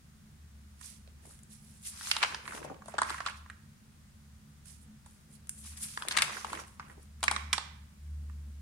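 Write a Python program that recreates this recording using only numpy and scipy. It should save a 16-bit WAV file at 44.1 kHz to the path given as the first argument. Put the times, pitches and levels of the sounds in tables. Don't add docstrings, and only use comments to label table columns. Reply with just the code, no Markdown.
import sys
import numpy as np
from scipy import signal
from scipy.fft import rfft, irfft, next_fast_len
from scipy.io import wavfile
from scipy.ndimage import uniform_filter1d

SR = 44100
rng = np.random.default_rng(int(sys.argv[2]) if len(sys.argv) > 2 else 0)


def wrap_up_sound(samples):
    columns = np.atleast_2d(samples).T
    tamed = np.clip(columns, -1, 1)
    steps = np.round(tamed * 32767).astype(np.int16)
    wavfile.write(sys.argv[1], SR, steps)


N = 379701


def snap(peak_db, sheet_hz, middle_db, treble_db, pan_db, fall_ms):
    size, rise_ms, middle_hz = 2048, 0.8, 2924
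    t = np.arange(size) / SR
    shared, own = rng.standard_normal(size), rng.standard_normal((2, size))
    shifted = np.roll(shared, rng.integers(-9, 10))
    burst = np.array([shifted, shared]) + 0.75 * own
    crack_hz = np.clip(8840 + 179 * treble_db, 5000, 10000)
    # (centre [Hz], level [dB], stretch of the fall, band edges as a ratio to the centre)
    bands = [(sheet_hz, 0, 1.2, 1.4), (middle_hz, middle_db, 1.05, 1.6), (crack_hz, treble_db, 0.75, 1.35)]
    out = np.zeros((2, size))
    for hz, db, linger, spread in bands:
        fall = np.exp(-1000 * t / (fall_ms * linger))
        drive = burst * fall * np.tanh(1000 * t / rise_ms)
        drive[:, round(rise_ms * SR / 1000)] += 2.08 * np.sqrt(middle_hz / hz)
        band = signal.butter(2, [hz / spread, hz * spread], "band", fs=SR, output="sos")
        out += gain_of(db) * evened(signal.sosfilt(band, drive))
    push = signal.butter(2, [300, 950], "band", fs=SR, output="sos")
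    out += gain_of(-20.0) * evened(signal.sosfilt(push, burst * np.exp(-t / 0.0048)))
    peak = abs(out.mean(0)).max()
    return out / peak * gain_of(peak_db + sides(pan_db))


# (start [s], peak level [dB], pitch of the sheet [Hz],
# middle against low [dB], treble against low [dB], left against right [dB], fall before the band's stretch [ms])
BUCKLES = [(0.812, -37.5, 1500, -9, 0.5, -13, 3.3), (1.075, -50.5, 530, 1.5, -10, -5, 2.6),
           (1.252, -50, 567, 2, -1, -6, 2.7), (1.39, -46, 1500, -3, 6, -3, 2.2),
           (1.432, -44, 1320, 2, 18, 4, 4.1), (2.01, -31.5, 1480, -4.5, -11.5, 0, 3.9),
           (2.071, -28, 1500, 2, 3, -1, 2.0), (2.113, -14, 1580, 13, 8, -4, 2.9),
           (2.165, -19.5, 1180, 3, -10.5, 0.5, 2.4), (2.228, -13, 2070, -5.5, -8.5, -1, 4.2),
           (2.235, -18, 980, -2.5, -21.5, 8, 3.2), (2.345, -23.5, 1240, 0, -20, -4, 2.8),
           (2.454, -40, 1620, -8, -18, -9, 3.0), (2.477, -30, 1450, -6.5, -17, -2, 3.1),
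           (2.532, -38, 1340, -10, -9, -2, 3.3), (2.58, -37, 1070, -8, -3, -1, 3.0),
           (2.647, -34.5, 704, -14, -15, 5, 4.2), (2.698, -37, 920, -23, -22, -2, 3.7),
           (2.82, -40, 1120, -15, -20.5, 0, 3.9), (2.858, -42, 895, -4.5, 0, -1, 2.7),
           (2.882, -34.5, 750, -13, -7.5, 1.5, 5.3), (2.94, -33, 550, -15, -25.5, 0.5, 5.1),
           (2.982, -20.5, 1060, -7, -18, 5.5, 5.8), (2.987, -19.5, 1200, -8.5, -15, -9.5, 2.6),
           (3.017, -14, 1195, -12, -11.5, -4.5, 3.8), (3.031, -25, 1360, -8.5, -20, -3, 2.2),
           (3.095, -29.5, 1380, -2, -6, 5, 4.3), (3.103, -23, 1450, -6.5, -6.5, 0, 3.0),
           (3.143, -30, 1270, -13.5, -14, -3, 3.4), (3.181, -34.5, 1460, -11, -9, -1, 3.3),
           (3.203, -29, 1180, -13, -27, -5, 4.1), (3.262, -21.5, 1380, -3, -15.5, -1, 4.2),
           (3.272, -27.5, 1140, -2.5, -26, 0, 3.0), (3.297, -34, 1170, 0, -4, -3, 2.3),
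           (3.461, -44, 1370, -15, -18, -4, 3.3), (3.499, -31.5, 1560, -12.5, -14.5, -6, 3.4),
           (4.656, -44, 1910, -3, 15, -5, 3.5), (5.06, -46, 1030, -4, 1, -4, 5),
           (5.471, -42.5, 1490, 3, 13, 1, 2.2), (5.493, -22.5, 2080, 14.5, 34.5, -1, 2.6),
           (5.772, -36, 2010, -3, 14, -1, 3.9), (5.974, -26, 1430, -7.5, -15, 2.5, 2),
           (6.022, -25, 1330, -1.5, -8, 3, 3.2), (6.051, -35.5, 850, -10, -12, 3, 3.3),
           (6.084, -13, 1630, 10, 15.5, 3, 2.6), (6.11, -26, 1530, 3.5, -10, 2, 3.0),
           (6.123, -26, 1500, 2, 1, 0, 1.8), (6.167, -18.5, 1240, 2.5, -2, 4, 4.5),
           (6.172, -11.5, 1910, 6, 7, 4, 3.0), (6.185, -14.5, 1910, 4, -1, 0.5, 5.5),
           (6.22, -7, 2140, 9, 11.5, 0.5, 3.5), (6.446, -23, 1150, -9, -17, 6, 1.8),
           (6.53, -25, 1190, -7.5, -12, -4, 2.8), (6.65, -45, 1500, -2, 6, 0, 2.0),
           (6.68, -42, 1500, 0, 8, 0, 2.0), (6.796, -30.5, 1280, -17, -39, -2.5, 4.8),
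           (6.898, -43, 1450, -16, -20, -3, 3.6), (7.054, -54, 1500, 1, 6, 2, 1.9),
           (7.206, -44, 1500, 0, 7.5, 0, 2.3), (7.229, -16.5, 1090, 0.5, -0.5, 1, 3.7),
           (7.237, -14.5, 1020, 1, 3, 5, 5.1), (7.28, -15, 1820, -9.5, -20.5, -5.5, 3.0),
           (7.312, -16.5, 1050, -3, -0.5, 2, 3.5), (7.323, -29.5, 990, -14, -22, -3.5, 3.4),
           (7.362, -24, 1490, -4, -17, -6.5, 3.2), (7.529, -10.5, 1430, 13.5, 8.5, -4, 3.5),
           (7.533, -22, 1490, -11, -4, -13.5, 4.6), (7.58, -21, 1200, 0, -11, -4, 2.7),
           (8.297, -50, 1440, -16, -20, -5, 2.7)]


def buckling():
    snaps = np.zeros((2, N))
    for start, *row in BUCKLES:
        add(snaps, start, snap(*row))
    return colour(snaps, [(9500, 0), (12500, -13), (16000, -18.5)])


# (frequency [Hz], relative level [dB])
RUSTLE_SPECTRUM = [(250, -39), (600, -12.5), (1100, 0.5), (1600, -1.5), (2500, -4), (4000, -17.5),
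                   (7000, -17), (12000, -36.5)]
# (loudest [s], rise [s], fall [s], level [dB], left against right [dB])
RUSTLE_GESTURES = [(.81, 0.013, .15, -68, -15), (1.274, 0.13, 0.17, -73, -16),
                   (2.0, 0.17, 0.13, -58.5, 4.5), (2.18, 0.21, 0.085, -43.5, -2),
                   (2.236, 0.03, 0.043, -27.5, -1.5), (2.33, 0.11, .12, -51.5, -3),
                   (2.53, 0.17, 0.24, -47, -1.5), (2.66, 0.045, 0.043, -57, -4),
                   (2.95, 0.13, 0.051, -52, -7), (3.04, .02, 0.088, -41, -6), (3.114, 0.089, .15, -46, -10),
                   (3.22, .1, 0.038, -44.5, -1), (3.284, 0.036, 0.081, -44, -10.5),
                   (3.5, 0.028, 0.081, -65, -5), (5.65, 0.049, 0.24, -62, 0), (5.81, 0.098, .3, -59, 5),
                   (6.03, 0.086, 0.12, -46, -4), (6.14, 0.081, 0.032, -44, -1),
                   (6.23, 0.14, 0.051, -33, 6.5), (6.28, 0.034, 0.27, -41.5, -6.5),
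                   (6.46, .03, 0.035, -45, -10), (6.545, 0.079, .12, -42.5, -4.5),
                   (6.81, .01, 0.19, -58, -7), (6.91, 0.036, 0.041, -59, -2.5),
                   (7.33, 0.14, 0.28, -55, -15), (7.53, .01, 0.084, -49, -3)]


def rustling():
    rustle = noise(RUSTLE_SPECTRUM, patchy_db=4.0, flicker_db=6.0, alike=1.0, size=256)
    creases = evened(colour(crackle(per_s=220, spread_db=4.5), RUSTLE_SPECTRUM))
    return gestures(RUSTLE_GESTURES) * evened(rustle + 0.56 * creases)


# (frequency [Hz], relative level [dB])
FLAP_SPECTRUM = [(120, -35.5), (240, -8.5), (350, 4.5), (550, 0.5), (900, -2.5), (1600, -34.5)]
# (loudest [s], rise [s], fall [s], level [dB], left against right [dB])
FLAP_GESTURES = [(1.274, .08, 0.06, -60, -8), (2.18, 0.092, 0.13, -58, 4), (2.36, 0.12, .09, -54, 0),
                 (2.54, 0.13, 0.23, -47.5, 1.5), (2.65, 0.0197, .05, -44, 0),
                 (2.71, 0.076, 0.077, -46, -0.5), (2.83, 0.045, 0.16, -59.5, 0),
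                 (3.114, 0.09, 0.052, -53, -0.5), (3.25, 0.12, 0.084, -70, 4),
                 (6.088, 0.025, 0.12, -53, -5), (6.165, .03, 0.12, -46, 0.5), (6.3, 0.11, 0.24, -54.5, 2),
                 (6.46, 0.038, 0.044, -47.5, -1), (6.55, 0.079, 0.11, -46, -2), (6.9, .05, 0.079, -56, -1),
                 (6.98, .04, 0.064, -58, 1), (7.33, 0.089, 0.11, -57, 4.5)]


def flapping():
    return gestures(FLAP_GESTURES) * noise(FLAP_SPECTRUM, patchy_db=4.0, flicker_db=3.5, alike=0.87, size=256)


# (frequency [Hz], relative level [dB])
HISS_SPECTRUM = [(3000, -42), (5500, -19.5), (7000, 1.5), (9000, 7), (11000, 7), (16000, -20.5)]
SCRAPE_SPECTRUM = [(900, -30.5), (2000, -11.5), (4000, -8.5), (6000, -5), (9000, -18.5)]
# (loudest [s], rise [s], fall [s], hiss level [dB],
# left against right [dB], scrape against hiss [dB])
BRUSH_GESTURES = [(0.854, 0.074, 0.15, -48.5, -6, -4), (1.265, 0.064, 0.081, -57, 2, -8),
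                  (1.31, 0.05, 0.12, -56, -2, -8), (1.52, 0.032, 0.13, -56, -4.5, -5.5),
                  (1.7, 0.2, 0.38, -61, -3, -6.5), (1.87, 0.048, 0.073, -38, -1.5, -7),
                  (1.925, .02, 0.12, -53.5, -3, -5), (2.09, 0.18, 0.094, -41.5, 0.5, 0),
                  (2.185, 0.042, 0.065, -48.5, -3, -16), (2.26, .02, 0.21, -55.5, -2, 5.5),
                  (2.5, 0.11, 0.075, -54, 2, -12.5), (2.55, 0.047, 0.088, -50, 5, -1),
                  (2.646, 0.027, 0.025, -55, -5.5, -1.5), (2.89, 0.054, 0.091, -58, -5, -6.5),
                  (3.1, .08, 0.19, -51, 0, -1), (3.265, 0.033, 0.1, -57, 0, -3),
                  (3.372, .02, 0.034, -59.5, -3, 0), (4.689, .05, 0.13, -54, -7, -4.5),
                  (4.828, .05, 0.038, -64, -13, -17), (5.065, 0.0083, 0.23, -62.5, 1, -8),
                  (5.355, 0.076, 0.024, -56, -4, -8), (5.6, 0.1, 0.077, -51.5, 2, -11),
                  (5.665, 0.064, 0.15, -47, -0.5, -4.5), (5.776, 0.012, 0.025, -43.5, 1.5, -6.5),
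                  (5.834, 0.047, 0.061, -36, 0, -7), (5.89, 0.055, 0.27, -47, -2.5, -4),
                  (6.12, 0.022, 0.024, -49, -9, 8.5), (6.38, 0.35, 0.17, -52.5, -3, 3),
                  (6.55, 0.18, 0.049, -51.5, 3.5, -3), (6.6, .03, 0.044, -51.5, -1, 3),
                  (6.67, .02, 0.14, -62, 1, -6), (6.92, 0.1, 0.04, -63.5, -1, -10),
                  (7.03, 0.072, 0.045, -65, -1, -6), (7.34, 0.024, 0.21, -69, -5.5, 14)]


def brushing():
    hiss = noise(HISS_SPECTRUM, patchy_db=0.5, flicker_db=2.0, alike=0.6, size=256)
    grains = evened(colour(crackle(per_s=200, spread_db=2.0), HISS_SPECTRUM))
    hiss = evened(hiss + 0.62 * grains)
    scrape = noise(SCRAPE_SPECTRUM, patchy_db=2.0, flicker_db=1.5, alike=0.37, size=256)
    hiss_rows = [row[:5] for row in BRUSH_GESTURES]
    scrape_rows = [(top, rise, fall, db + scrape_db, pan_db)
                   for top, rise, fall, db, pan_db, scrape_db in BRUSH_GESTURES]
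    return gestures(hiss_rows) * hiss + gestures(scrape_rows) * scrape


# (frequency [Hz], level [dB])
WALL_SPECTRUM = [(200, 3), (1200, -1.5), (3000, -2), (6000, 1), (12000, 2)]
# (frequency [Hz], decay time [s])
DECAY_TIMES = [(300, .35), (1000, .6), (2500, .62), (6000, .42), (12000, .25)]


def room(x):
    taps = np.zeros((2, SR))
    slots = np.arange(160, SR - 20, 10)
    at = slots + rng.integers(0, 10, (2, len(slots)))
    np.put_along_axis(taps, at, rng.choice([-1., 1.], at.shape), 1)
    hz, t, z = signal.stft(taps, SR, nperseg=256)
    decay = gain_of(-60 * t / read(DECAY_TIMES, hz)[:, None])
    tail = signal.istft(z * decay, SR, nperseg=256)[1]
    return signal.fftconvolve(colour(x, WALL_SPECTRUM), tail / np.linalg.norm(tail[0]), axes=1)[:, :N]


# (frequency [Hz], level [dB])
MICROPHONE_RESPONSE = [(20, 0), (10000, 0), (11500, -6.5), (13500, -3), (16000, -16)]


def microphones(paper):
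    return colour(paper, MICROPHONE_RESPONSE)


# (time [s], level [dB])
LOWEST_MODE = [(0.0, -83), (0.09, -66), (0.24, -73), (0.43, -52.5), (0.76, -54), (0.91, -65), (1.08, -52.5),
               (1.63, -72), (1.68, -60.5), (2.66, -69.5), (3.14, -53.5), (3.21, -62), (3.43, -51),
               (3.69, -73), (4.36, -56.5), (4.53, -67), (4.79, -55), (4.89, -60.5), (5.44, -68.5),
               (5.73, -47.5), (5.9, -67.5), (6.5, -57.5), (6.71, -63.5), (7.48, -43), (7.63, -55),
               (7.84, -51.5), (7.96, -63), (8.03, -45.5), (8.13, -39), (8.61, -45.5)]
# (frequency [Hz], width [Hz], level against each other [dB])
UPPER_RESONANCES = [(146.3, 3.2, 0.5), (213.9, 5, 2)]


def rumble():
    s, low_db = np.transpose(LOWEST_MODE)
    t = np.arange(N) / SR
    wander = evened(signal.lfilter([1], [1, -np.exp(-2 * np.pi * 3 / SR)], rng.standard_normal(N)))
    hum_hz = 73 + 1.494 * wander
    hum = np.sqrt(2) * np.sin(2 * np.pi * np.cumsum(hum_hz) / SR)
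    upper = evened(sum(gain_of(db) * ring(hz, width) for hz, width, db in UPPER_RESONANCES))
    waver = evened(uniform_filter1d(rng.standard_normal(N), size=SR // 8))
    upper_db = -63 + 3.5 * waver
    return hum * gain_of(np.interp(t, s, low_db)) + upper * gain_of(upper_db)


# (frequency [Hz], relative level [dB])
QUIET_SPECTRUM = [(12, -54.5), (25, -27), (55, -6.5), (85, -6), (120, -10), (216, -11), (260, -24.5),
                  (400, -30), (600, -32), (1400, -29), (3000, -34), (9500, -35), (12000, -41),
                  (16000, -42.5)]


def quiet_room():
    return gain_of(-58.5) * noise(QUIET_SPECTRUM, patchy_db=0.0, flicker_db=0.0, alike=0.94, size=2048)


def gestures(rows):
    swell_db, swell_curve = 22, 1.44
    t, power = np.arange(0, N + 64, 64) / SR, 0
    for top, rise, fall, db, pan_db in rows:
        away = np.where(t < top, (top - t) / rise, (t - top) / fall)
        power = power + gain_of(db - swell_db * away ** swell_curve + sides(pan_db)) ** 2
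    return np.array([np.interp(np.arange(N) / SR, t, side) for side in np.sqrt(power)])


def crackle(per_s, spread_db):
    size = gain_of(spread_db * np.minimum(rng.exponential(1, N), 4))
    size = size * (rng.random(N) < per_s / SR)
    puff = signal.lfilter([1], [1, -np.exp(-1 / (0.0017 * SR))], size)
    return puff * rng.standard_normal((2, N))


# (frequency [Hz], likeness from 0 to 1)
COHERENCE = [(60, 1), (200, 0.93), (600, 0.32), (2000, 0.043), (8000, 0.11)]


def noise(points, patchy_db, flicker_db, alike, size=512):
    spacing = 26
    frames, hz = 4 * N // size + 5, np.fft.rfftfreq(size, 1 / SR)
    a, b, c, d, patches = rng.standard_normal((frames, len(hz), 5)).T
    patches = evened(uniform_filter1d(uniform_filter1d(patches, 8, 0), 8, 1))
    flicker = evened(uniform_filter1d(rng.standard_normal(frames), 3))
    same = (alike * read(COHERENCE, hz))[:, None]
    right, own = a + 1j * b, c + 1j * d
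    delay = spacing / SR * hz / (hz + 120)
    late = np.exp(-2j * np.pi * hz * delay)[:, None]
    left = same * late * right + np.sqrt(1 - same ** 2) * own
    level_db = read(points, hz)[:, None] + patchy_db * patches + flicker_db * flicker
    z = np.array([left, right]) * gain_of(level_db)
    return evened(signal.istft(z, nperseg=size, noverlap=3 * size // 4)[1][:, :N])


def ring(hz, width):
    turn = np.exp(2j * np.pi * hz * np.arange(N) / SR)
    r = np.exp(-np.pi * width / SR)
    slow = signal.lfilter([1], [1, -r], rng.standard_normal(N) / turn)
    return evened((turn * slow).real)


def colour(x, points):
    size = next_fast_len(x.shape[-1])
    gain = gain_of(read(points, np.fft.rfftfreq(size, 1 / SR)))
    return irfft(rfft(x, size) * gain, size)[..., :x.shape[-1]]


def read(points, hz):
    f, value = np.transpose(points)
    return np.interp(np.log(hz + 1), np.log(f + 1), value)


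def gain_of(db):
    return 10 ** (np.asarray(db) / 20)


def sides(pan_db):
    return pan_db * np.array([[0.5], [-0.5]])


def evened(x):
    return x / np.sqrt(np.mean(x ** 2) + 1e-20)


def add(mix, s, sound):
    part = mix[:, round(s * SR):][:, :sound.shape[1]]
    part += sound[:, :part.shape[1]]


def scene():
    snaps = buckling()
    hand = rustling() + flapping() + brushing()
    echo = room(gain_of(-10.0) * snaps + gain_of(-13.0) * hand)
    return microphones(snaps + hand + echo) + rumble() + quiet_room()


def record(dry):
    lowpass = signal.firwin(511, 15900, window=("kaiser", 9), fs=SR)
    return signal.oaconvolve(dry, lowpass[None], "same", axes=1)


dry = scene()
out = record(dry)
wrap_up_sound(out)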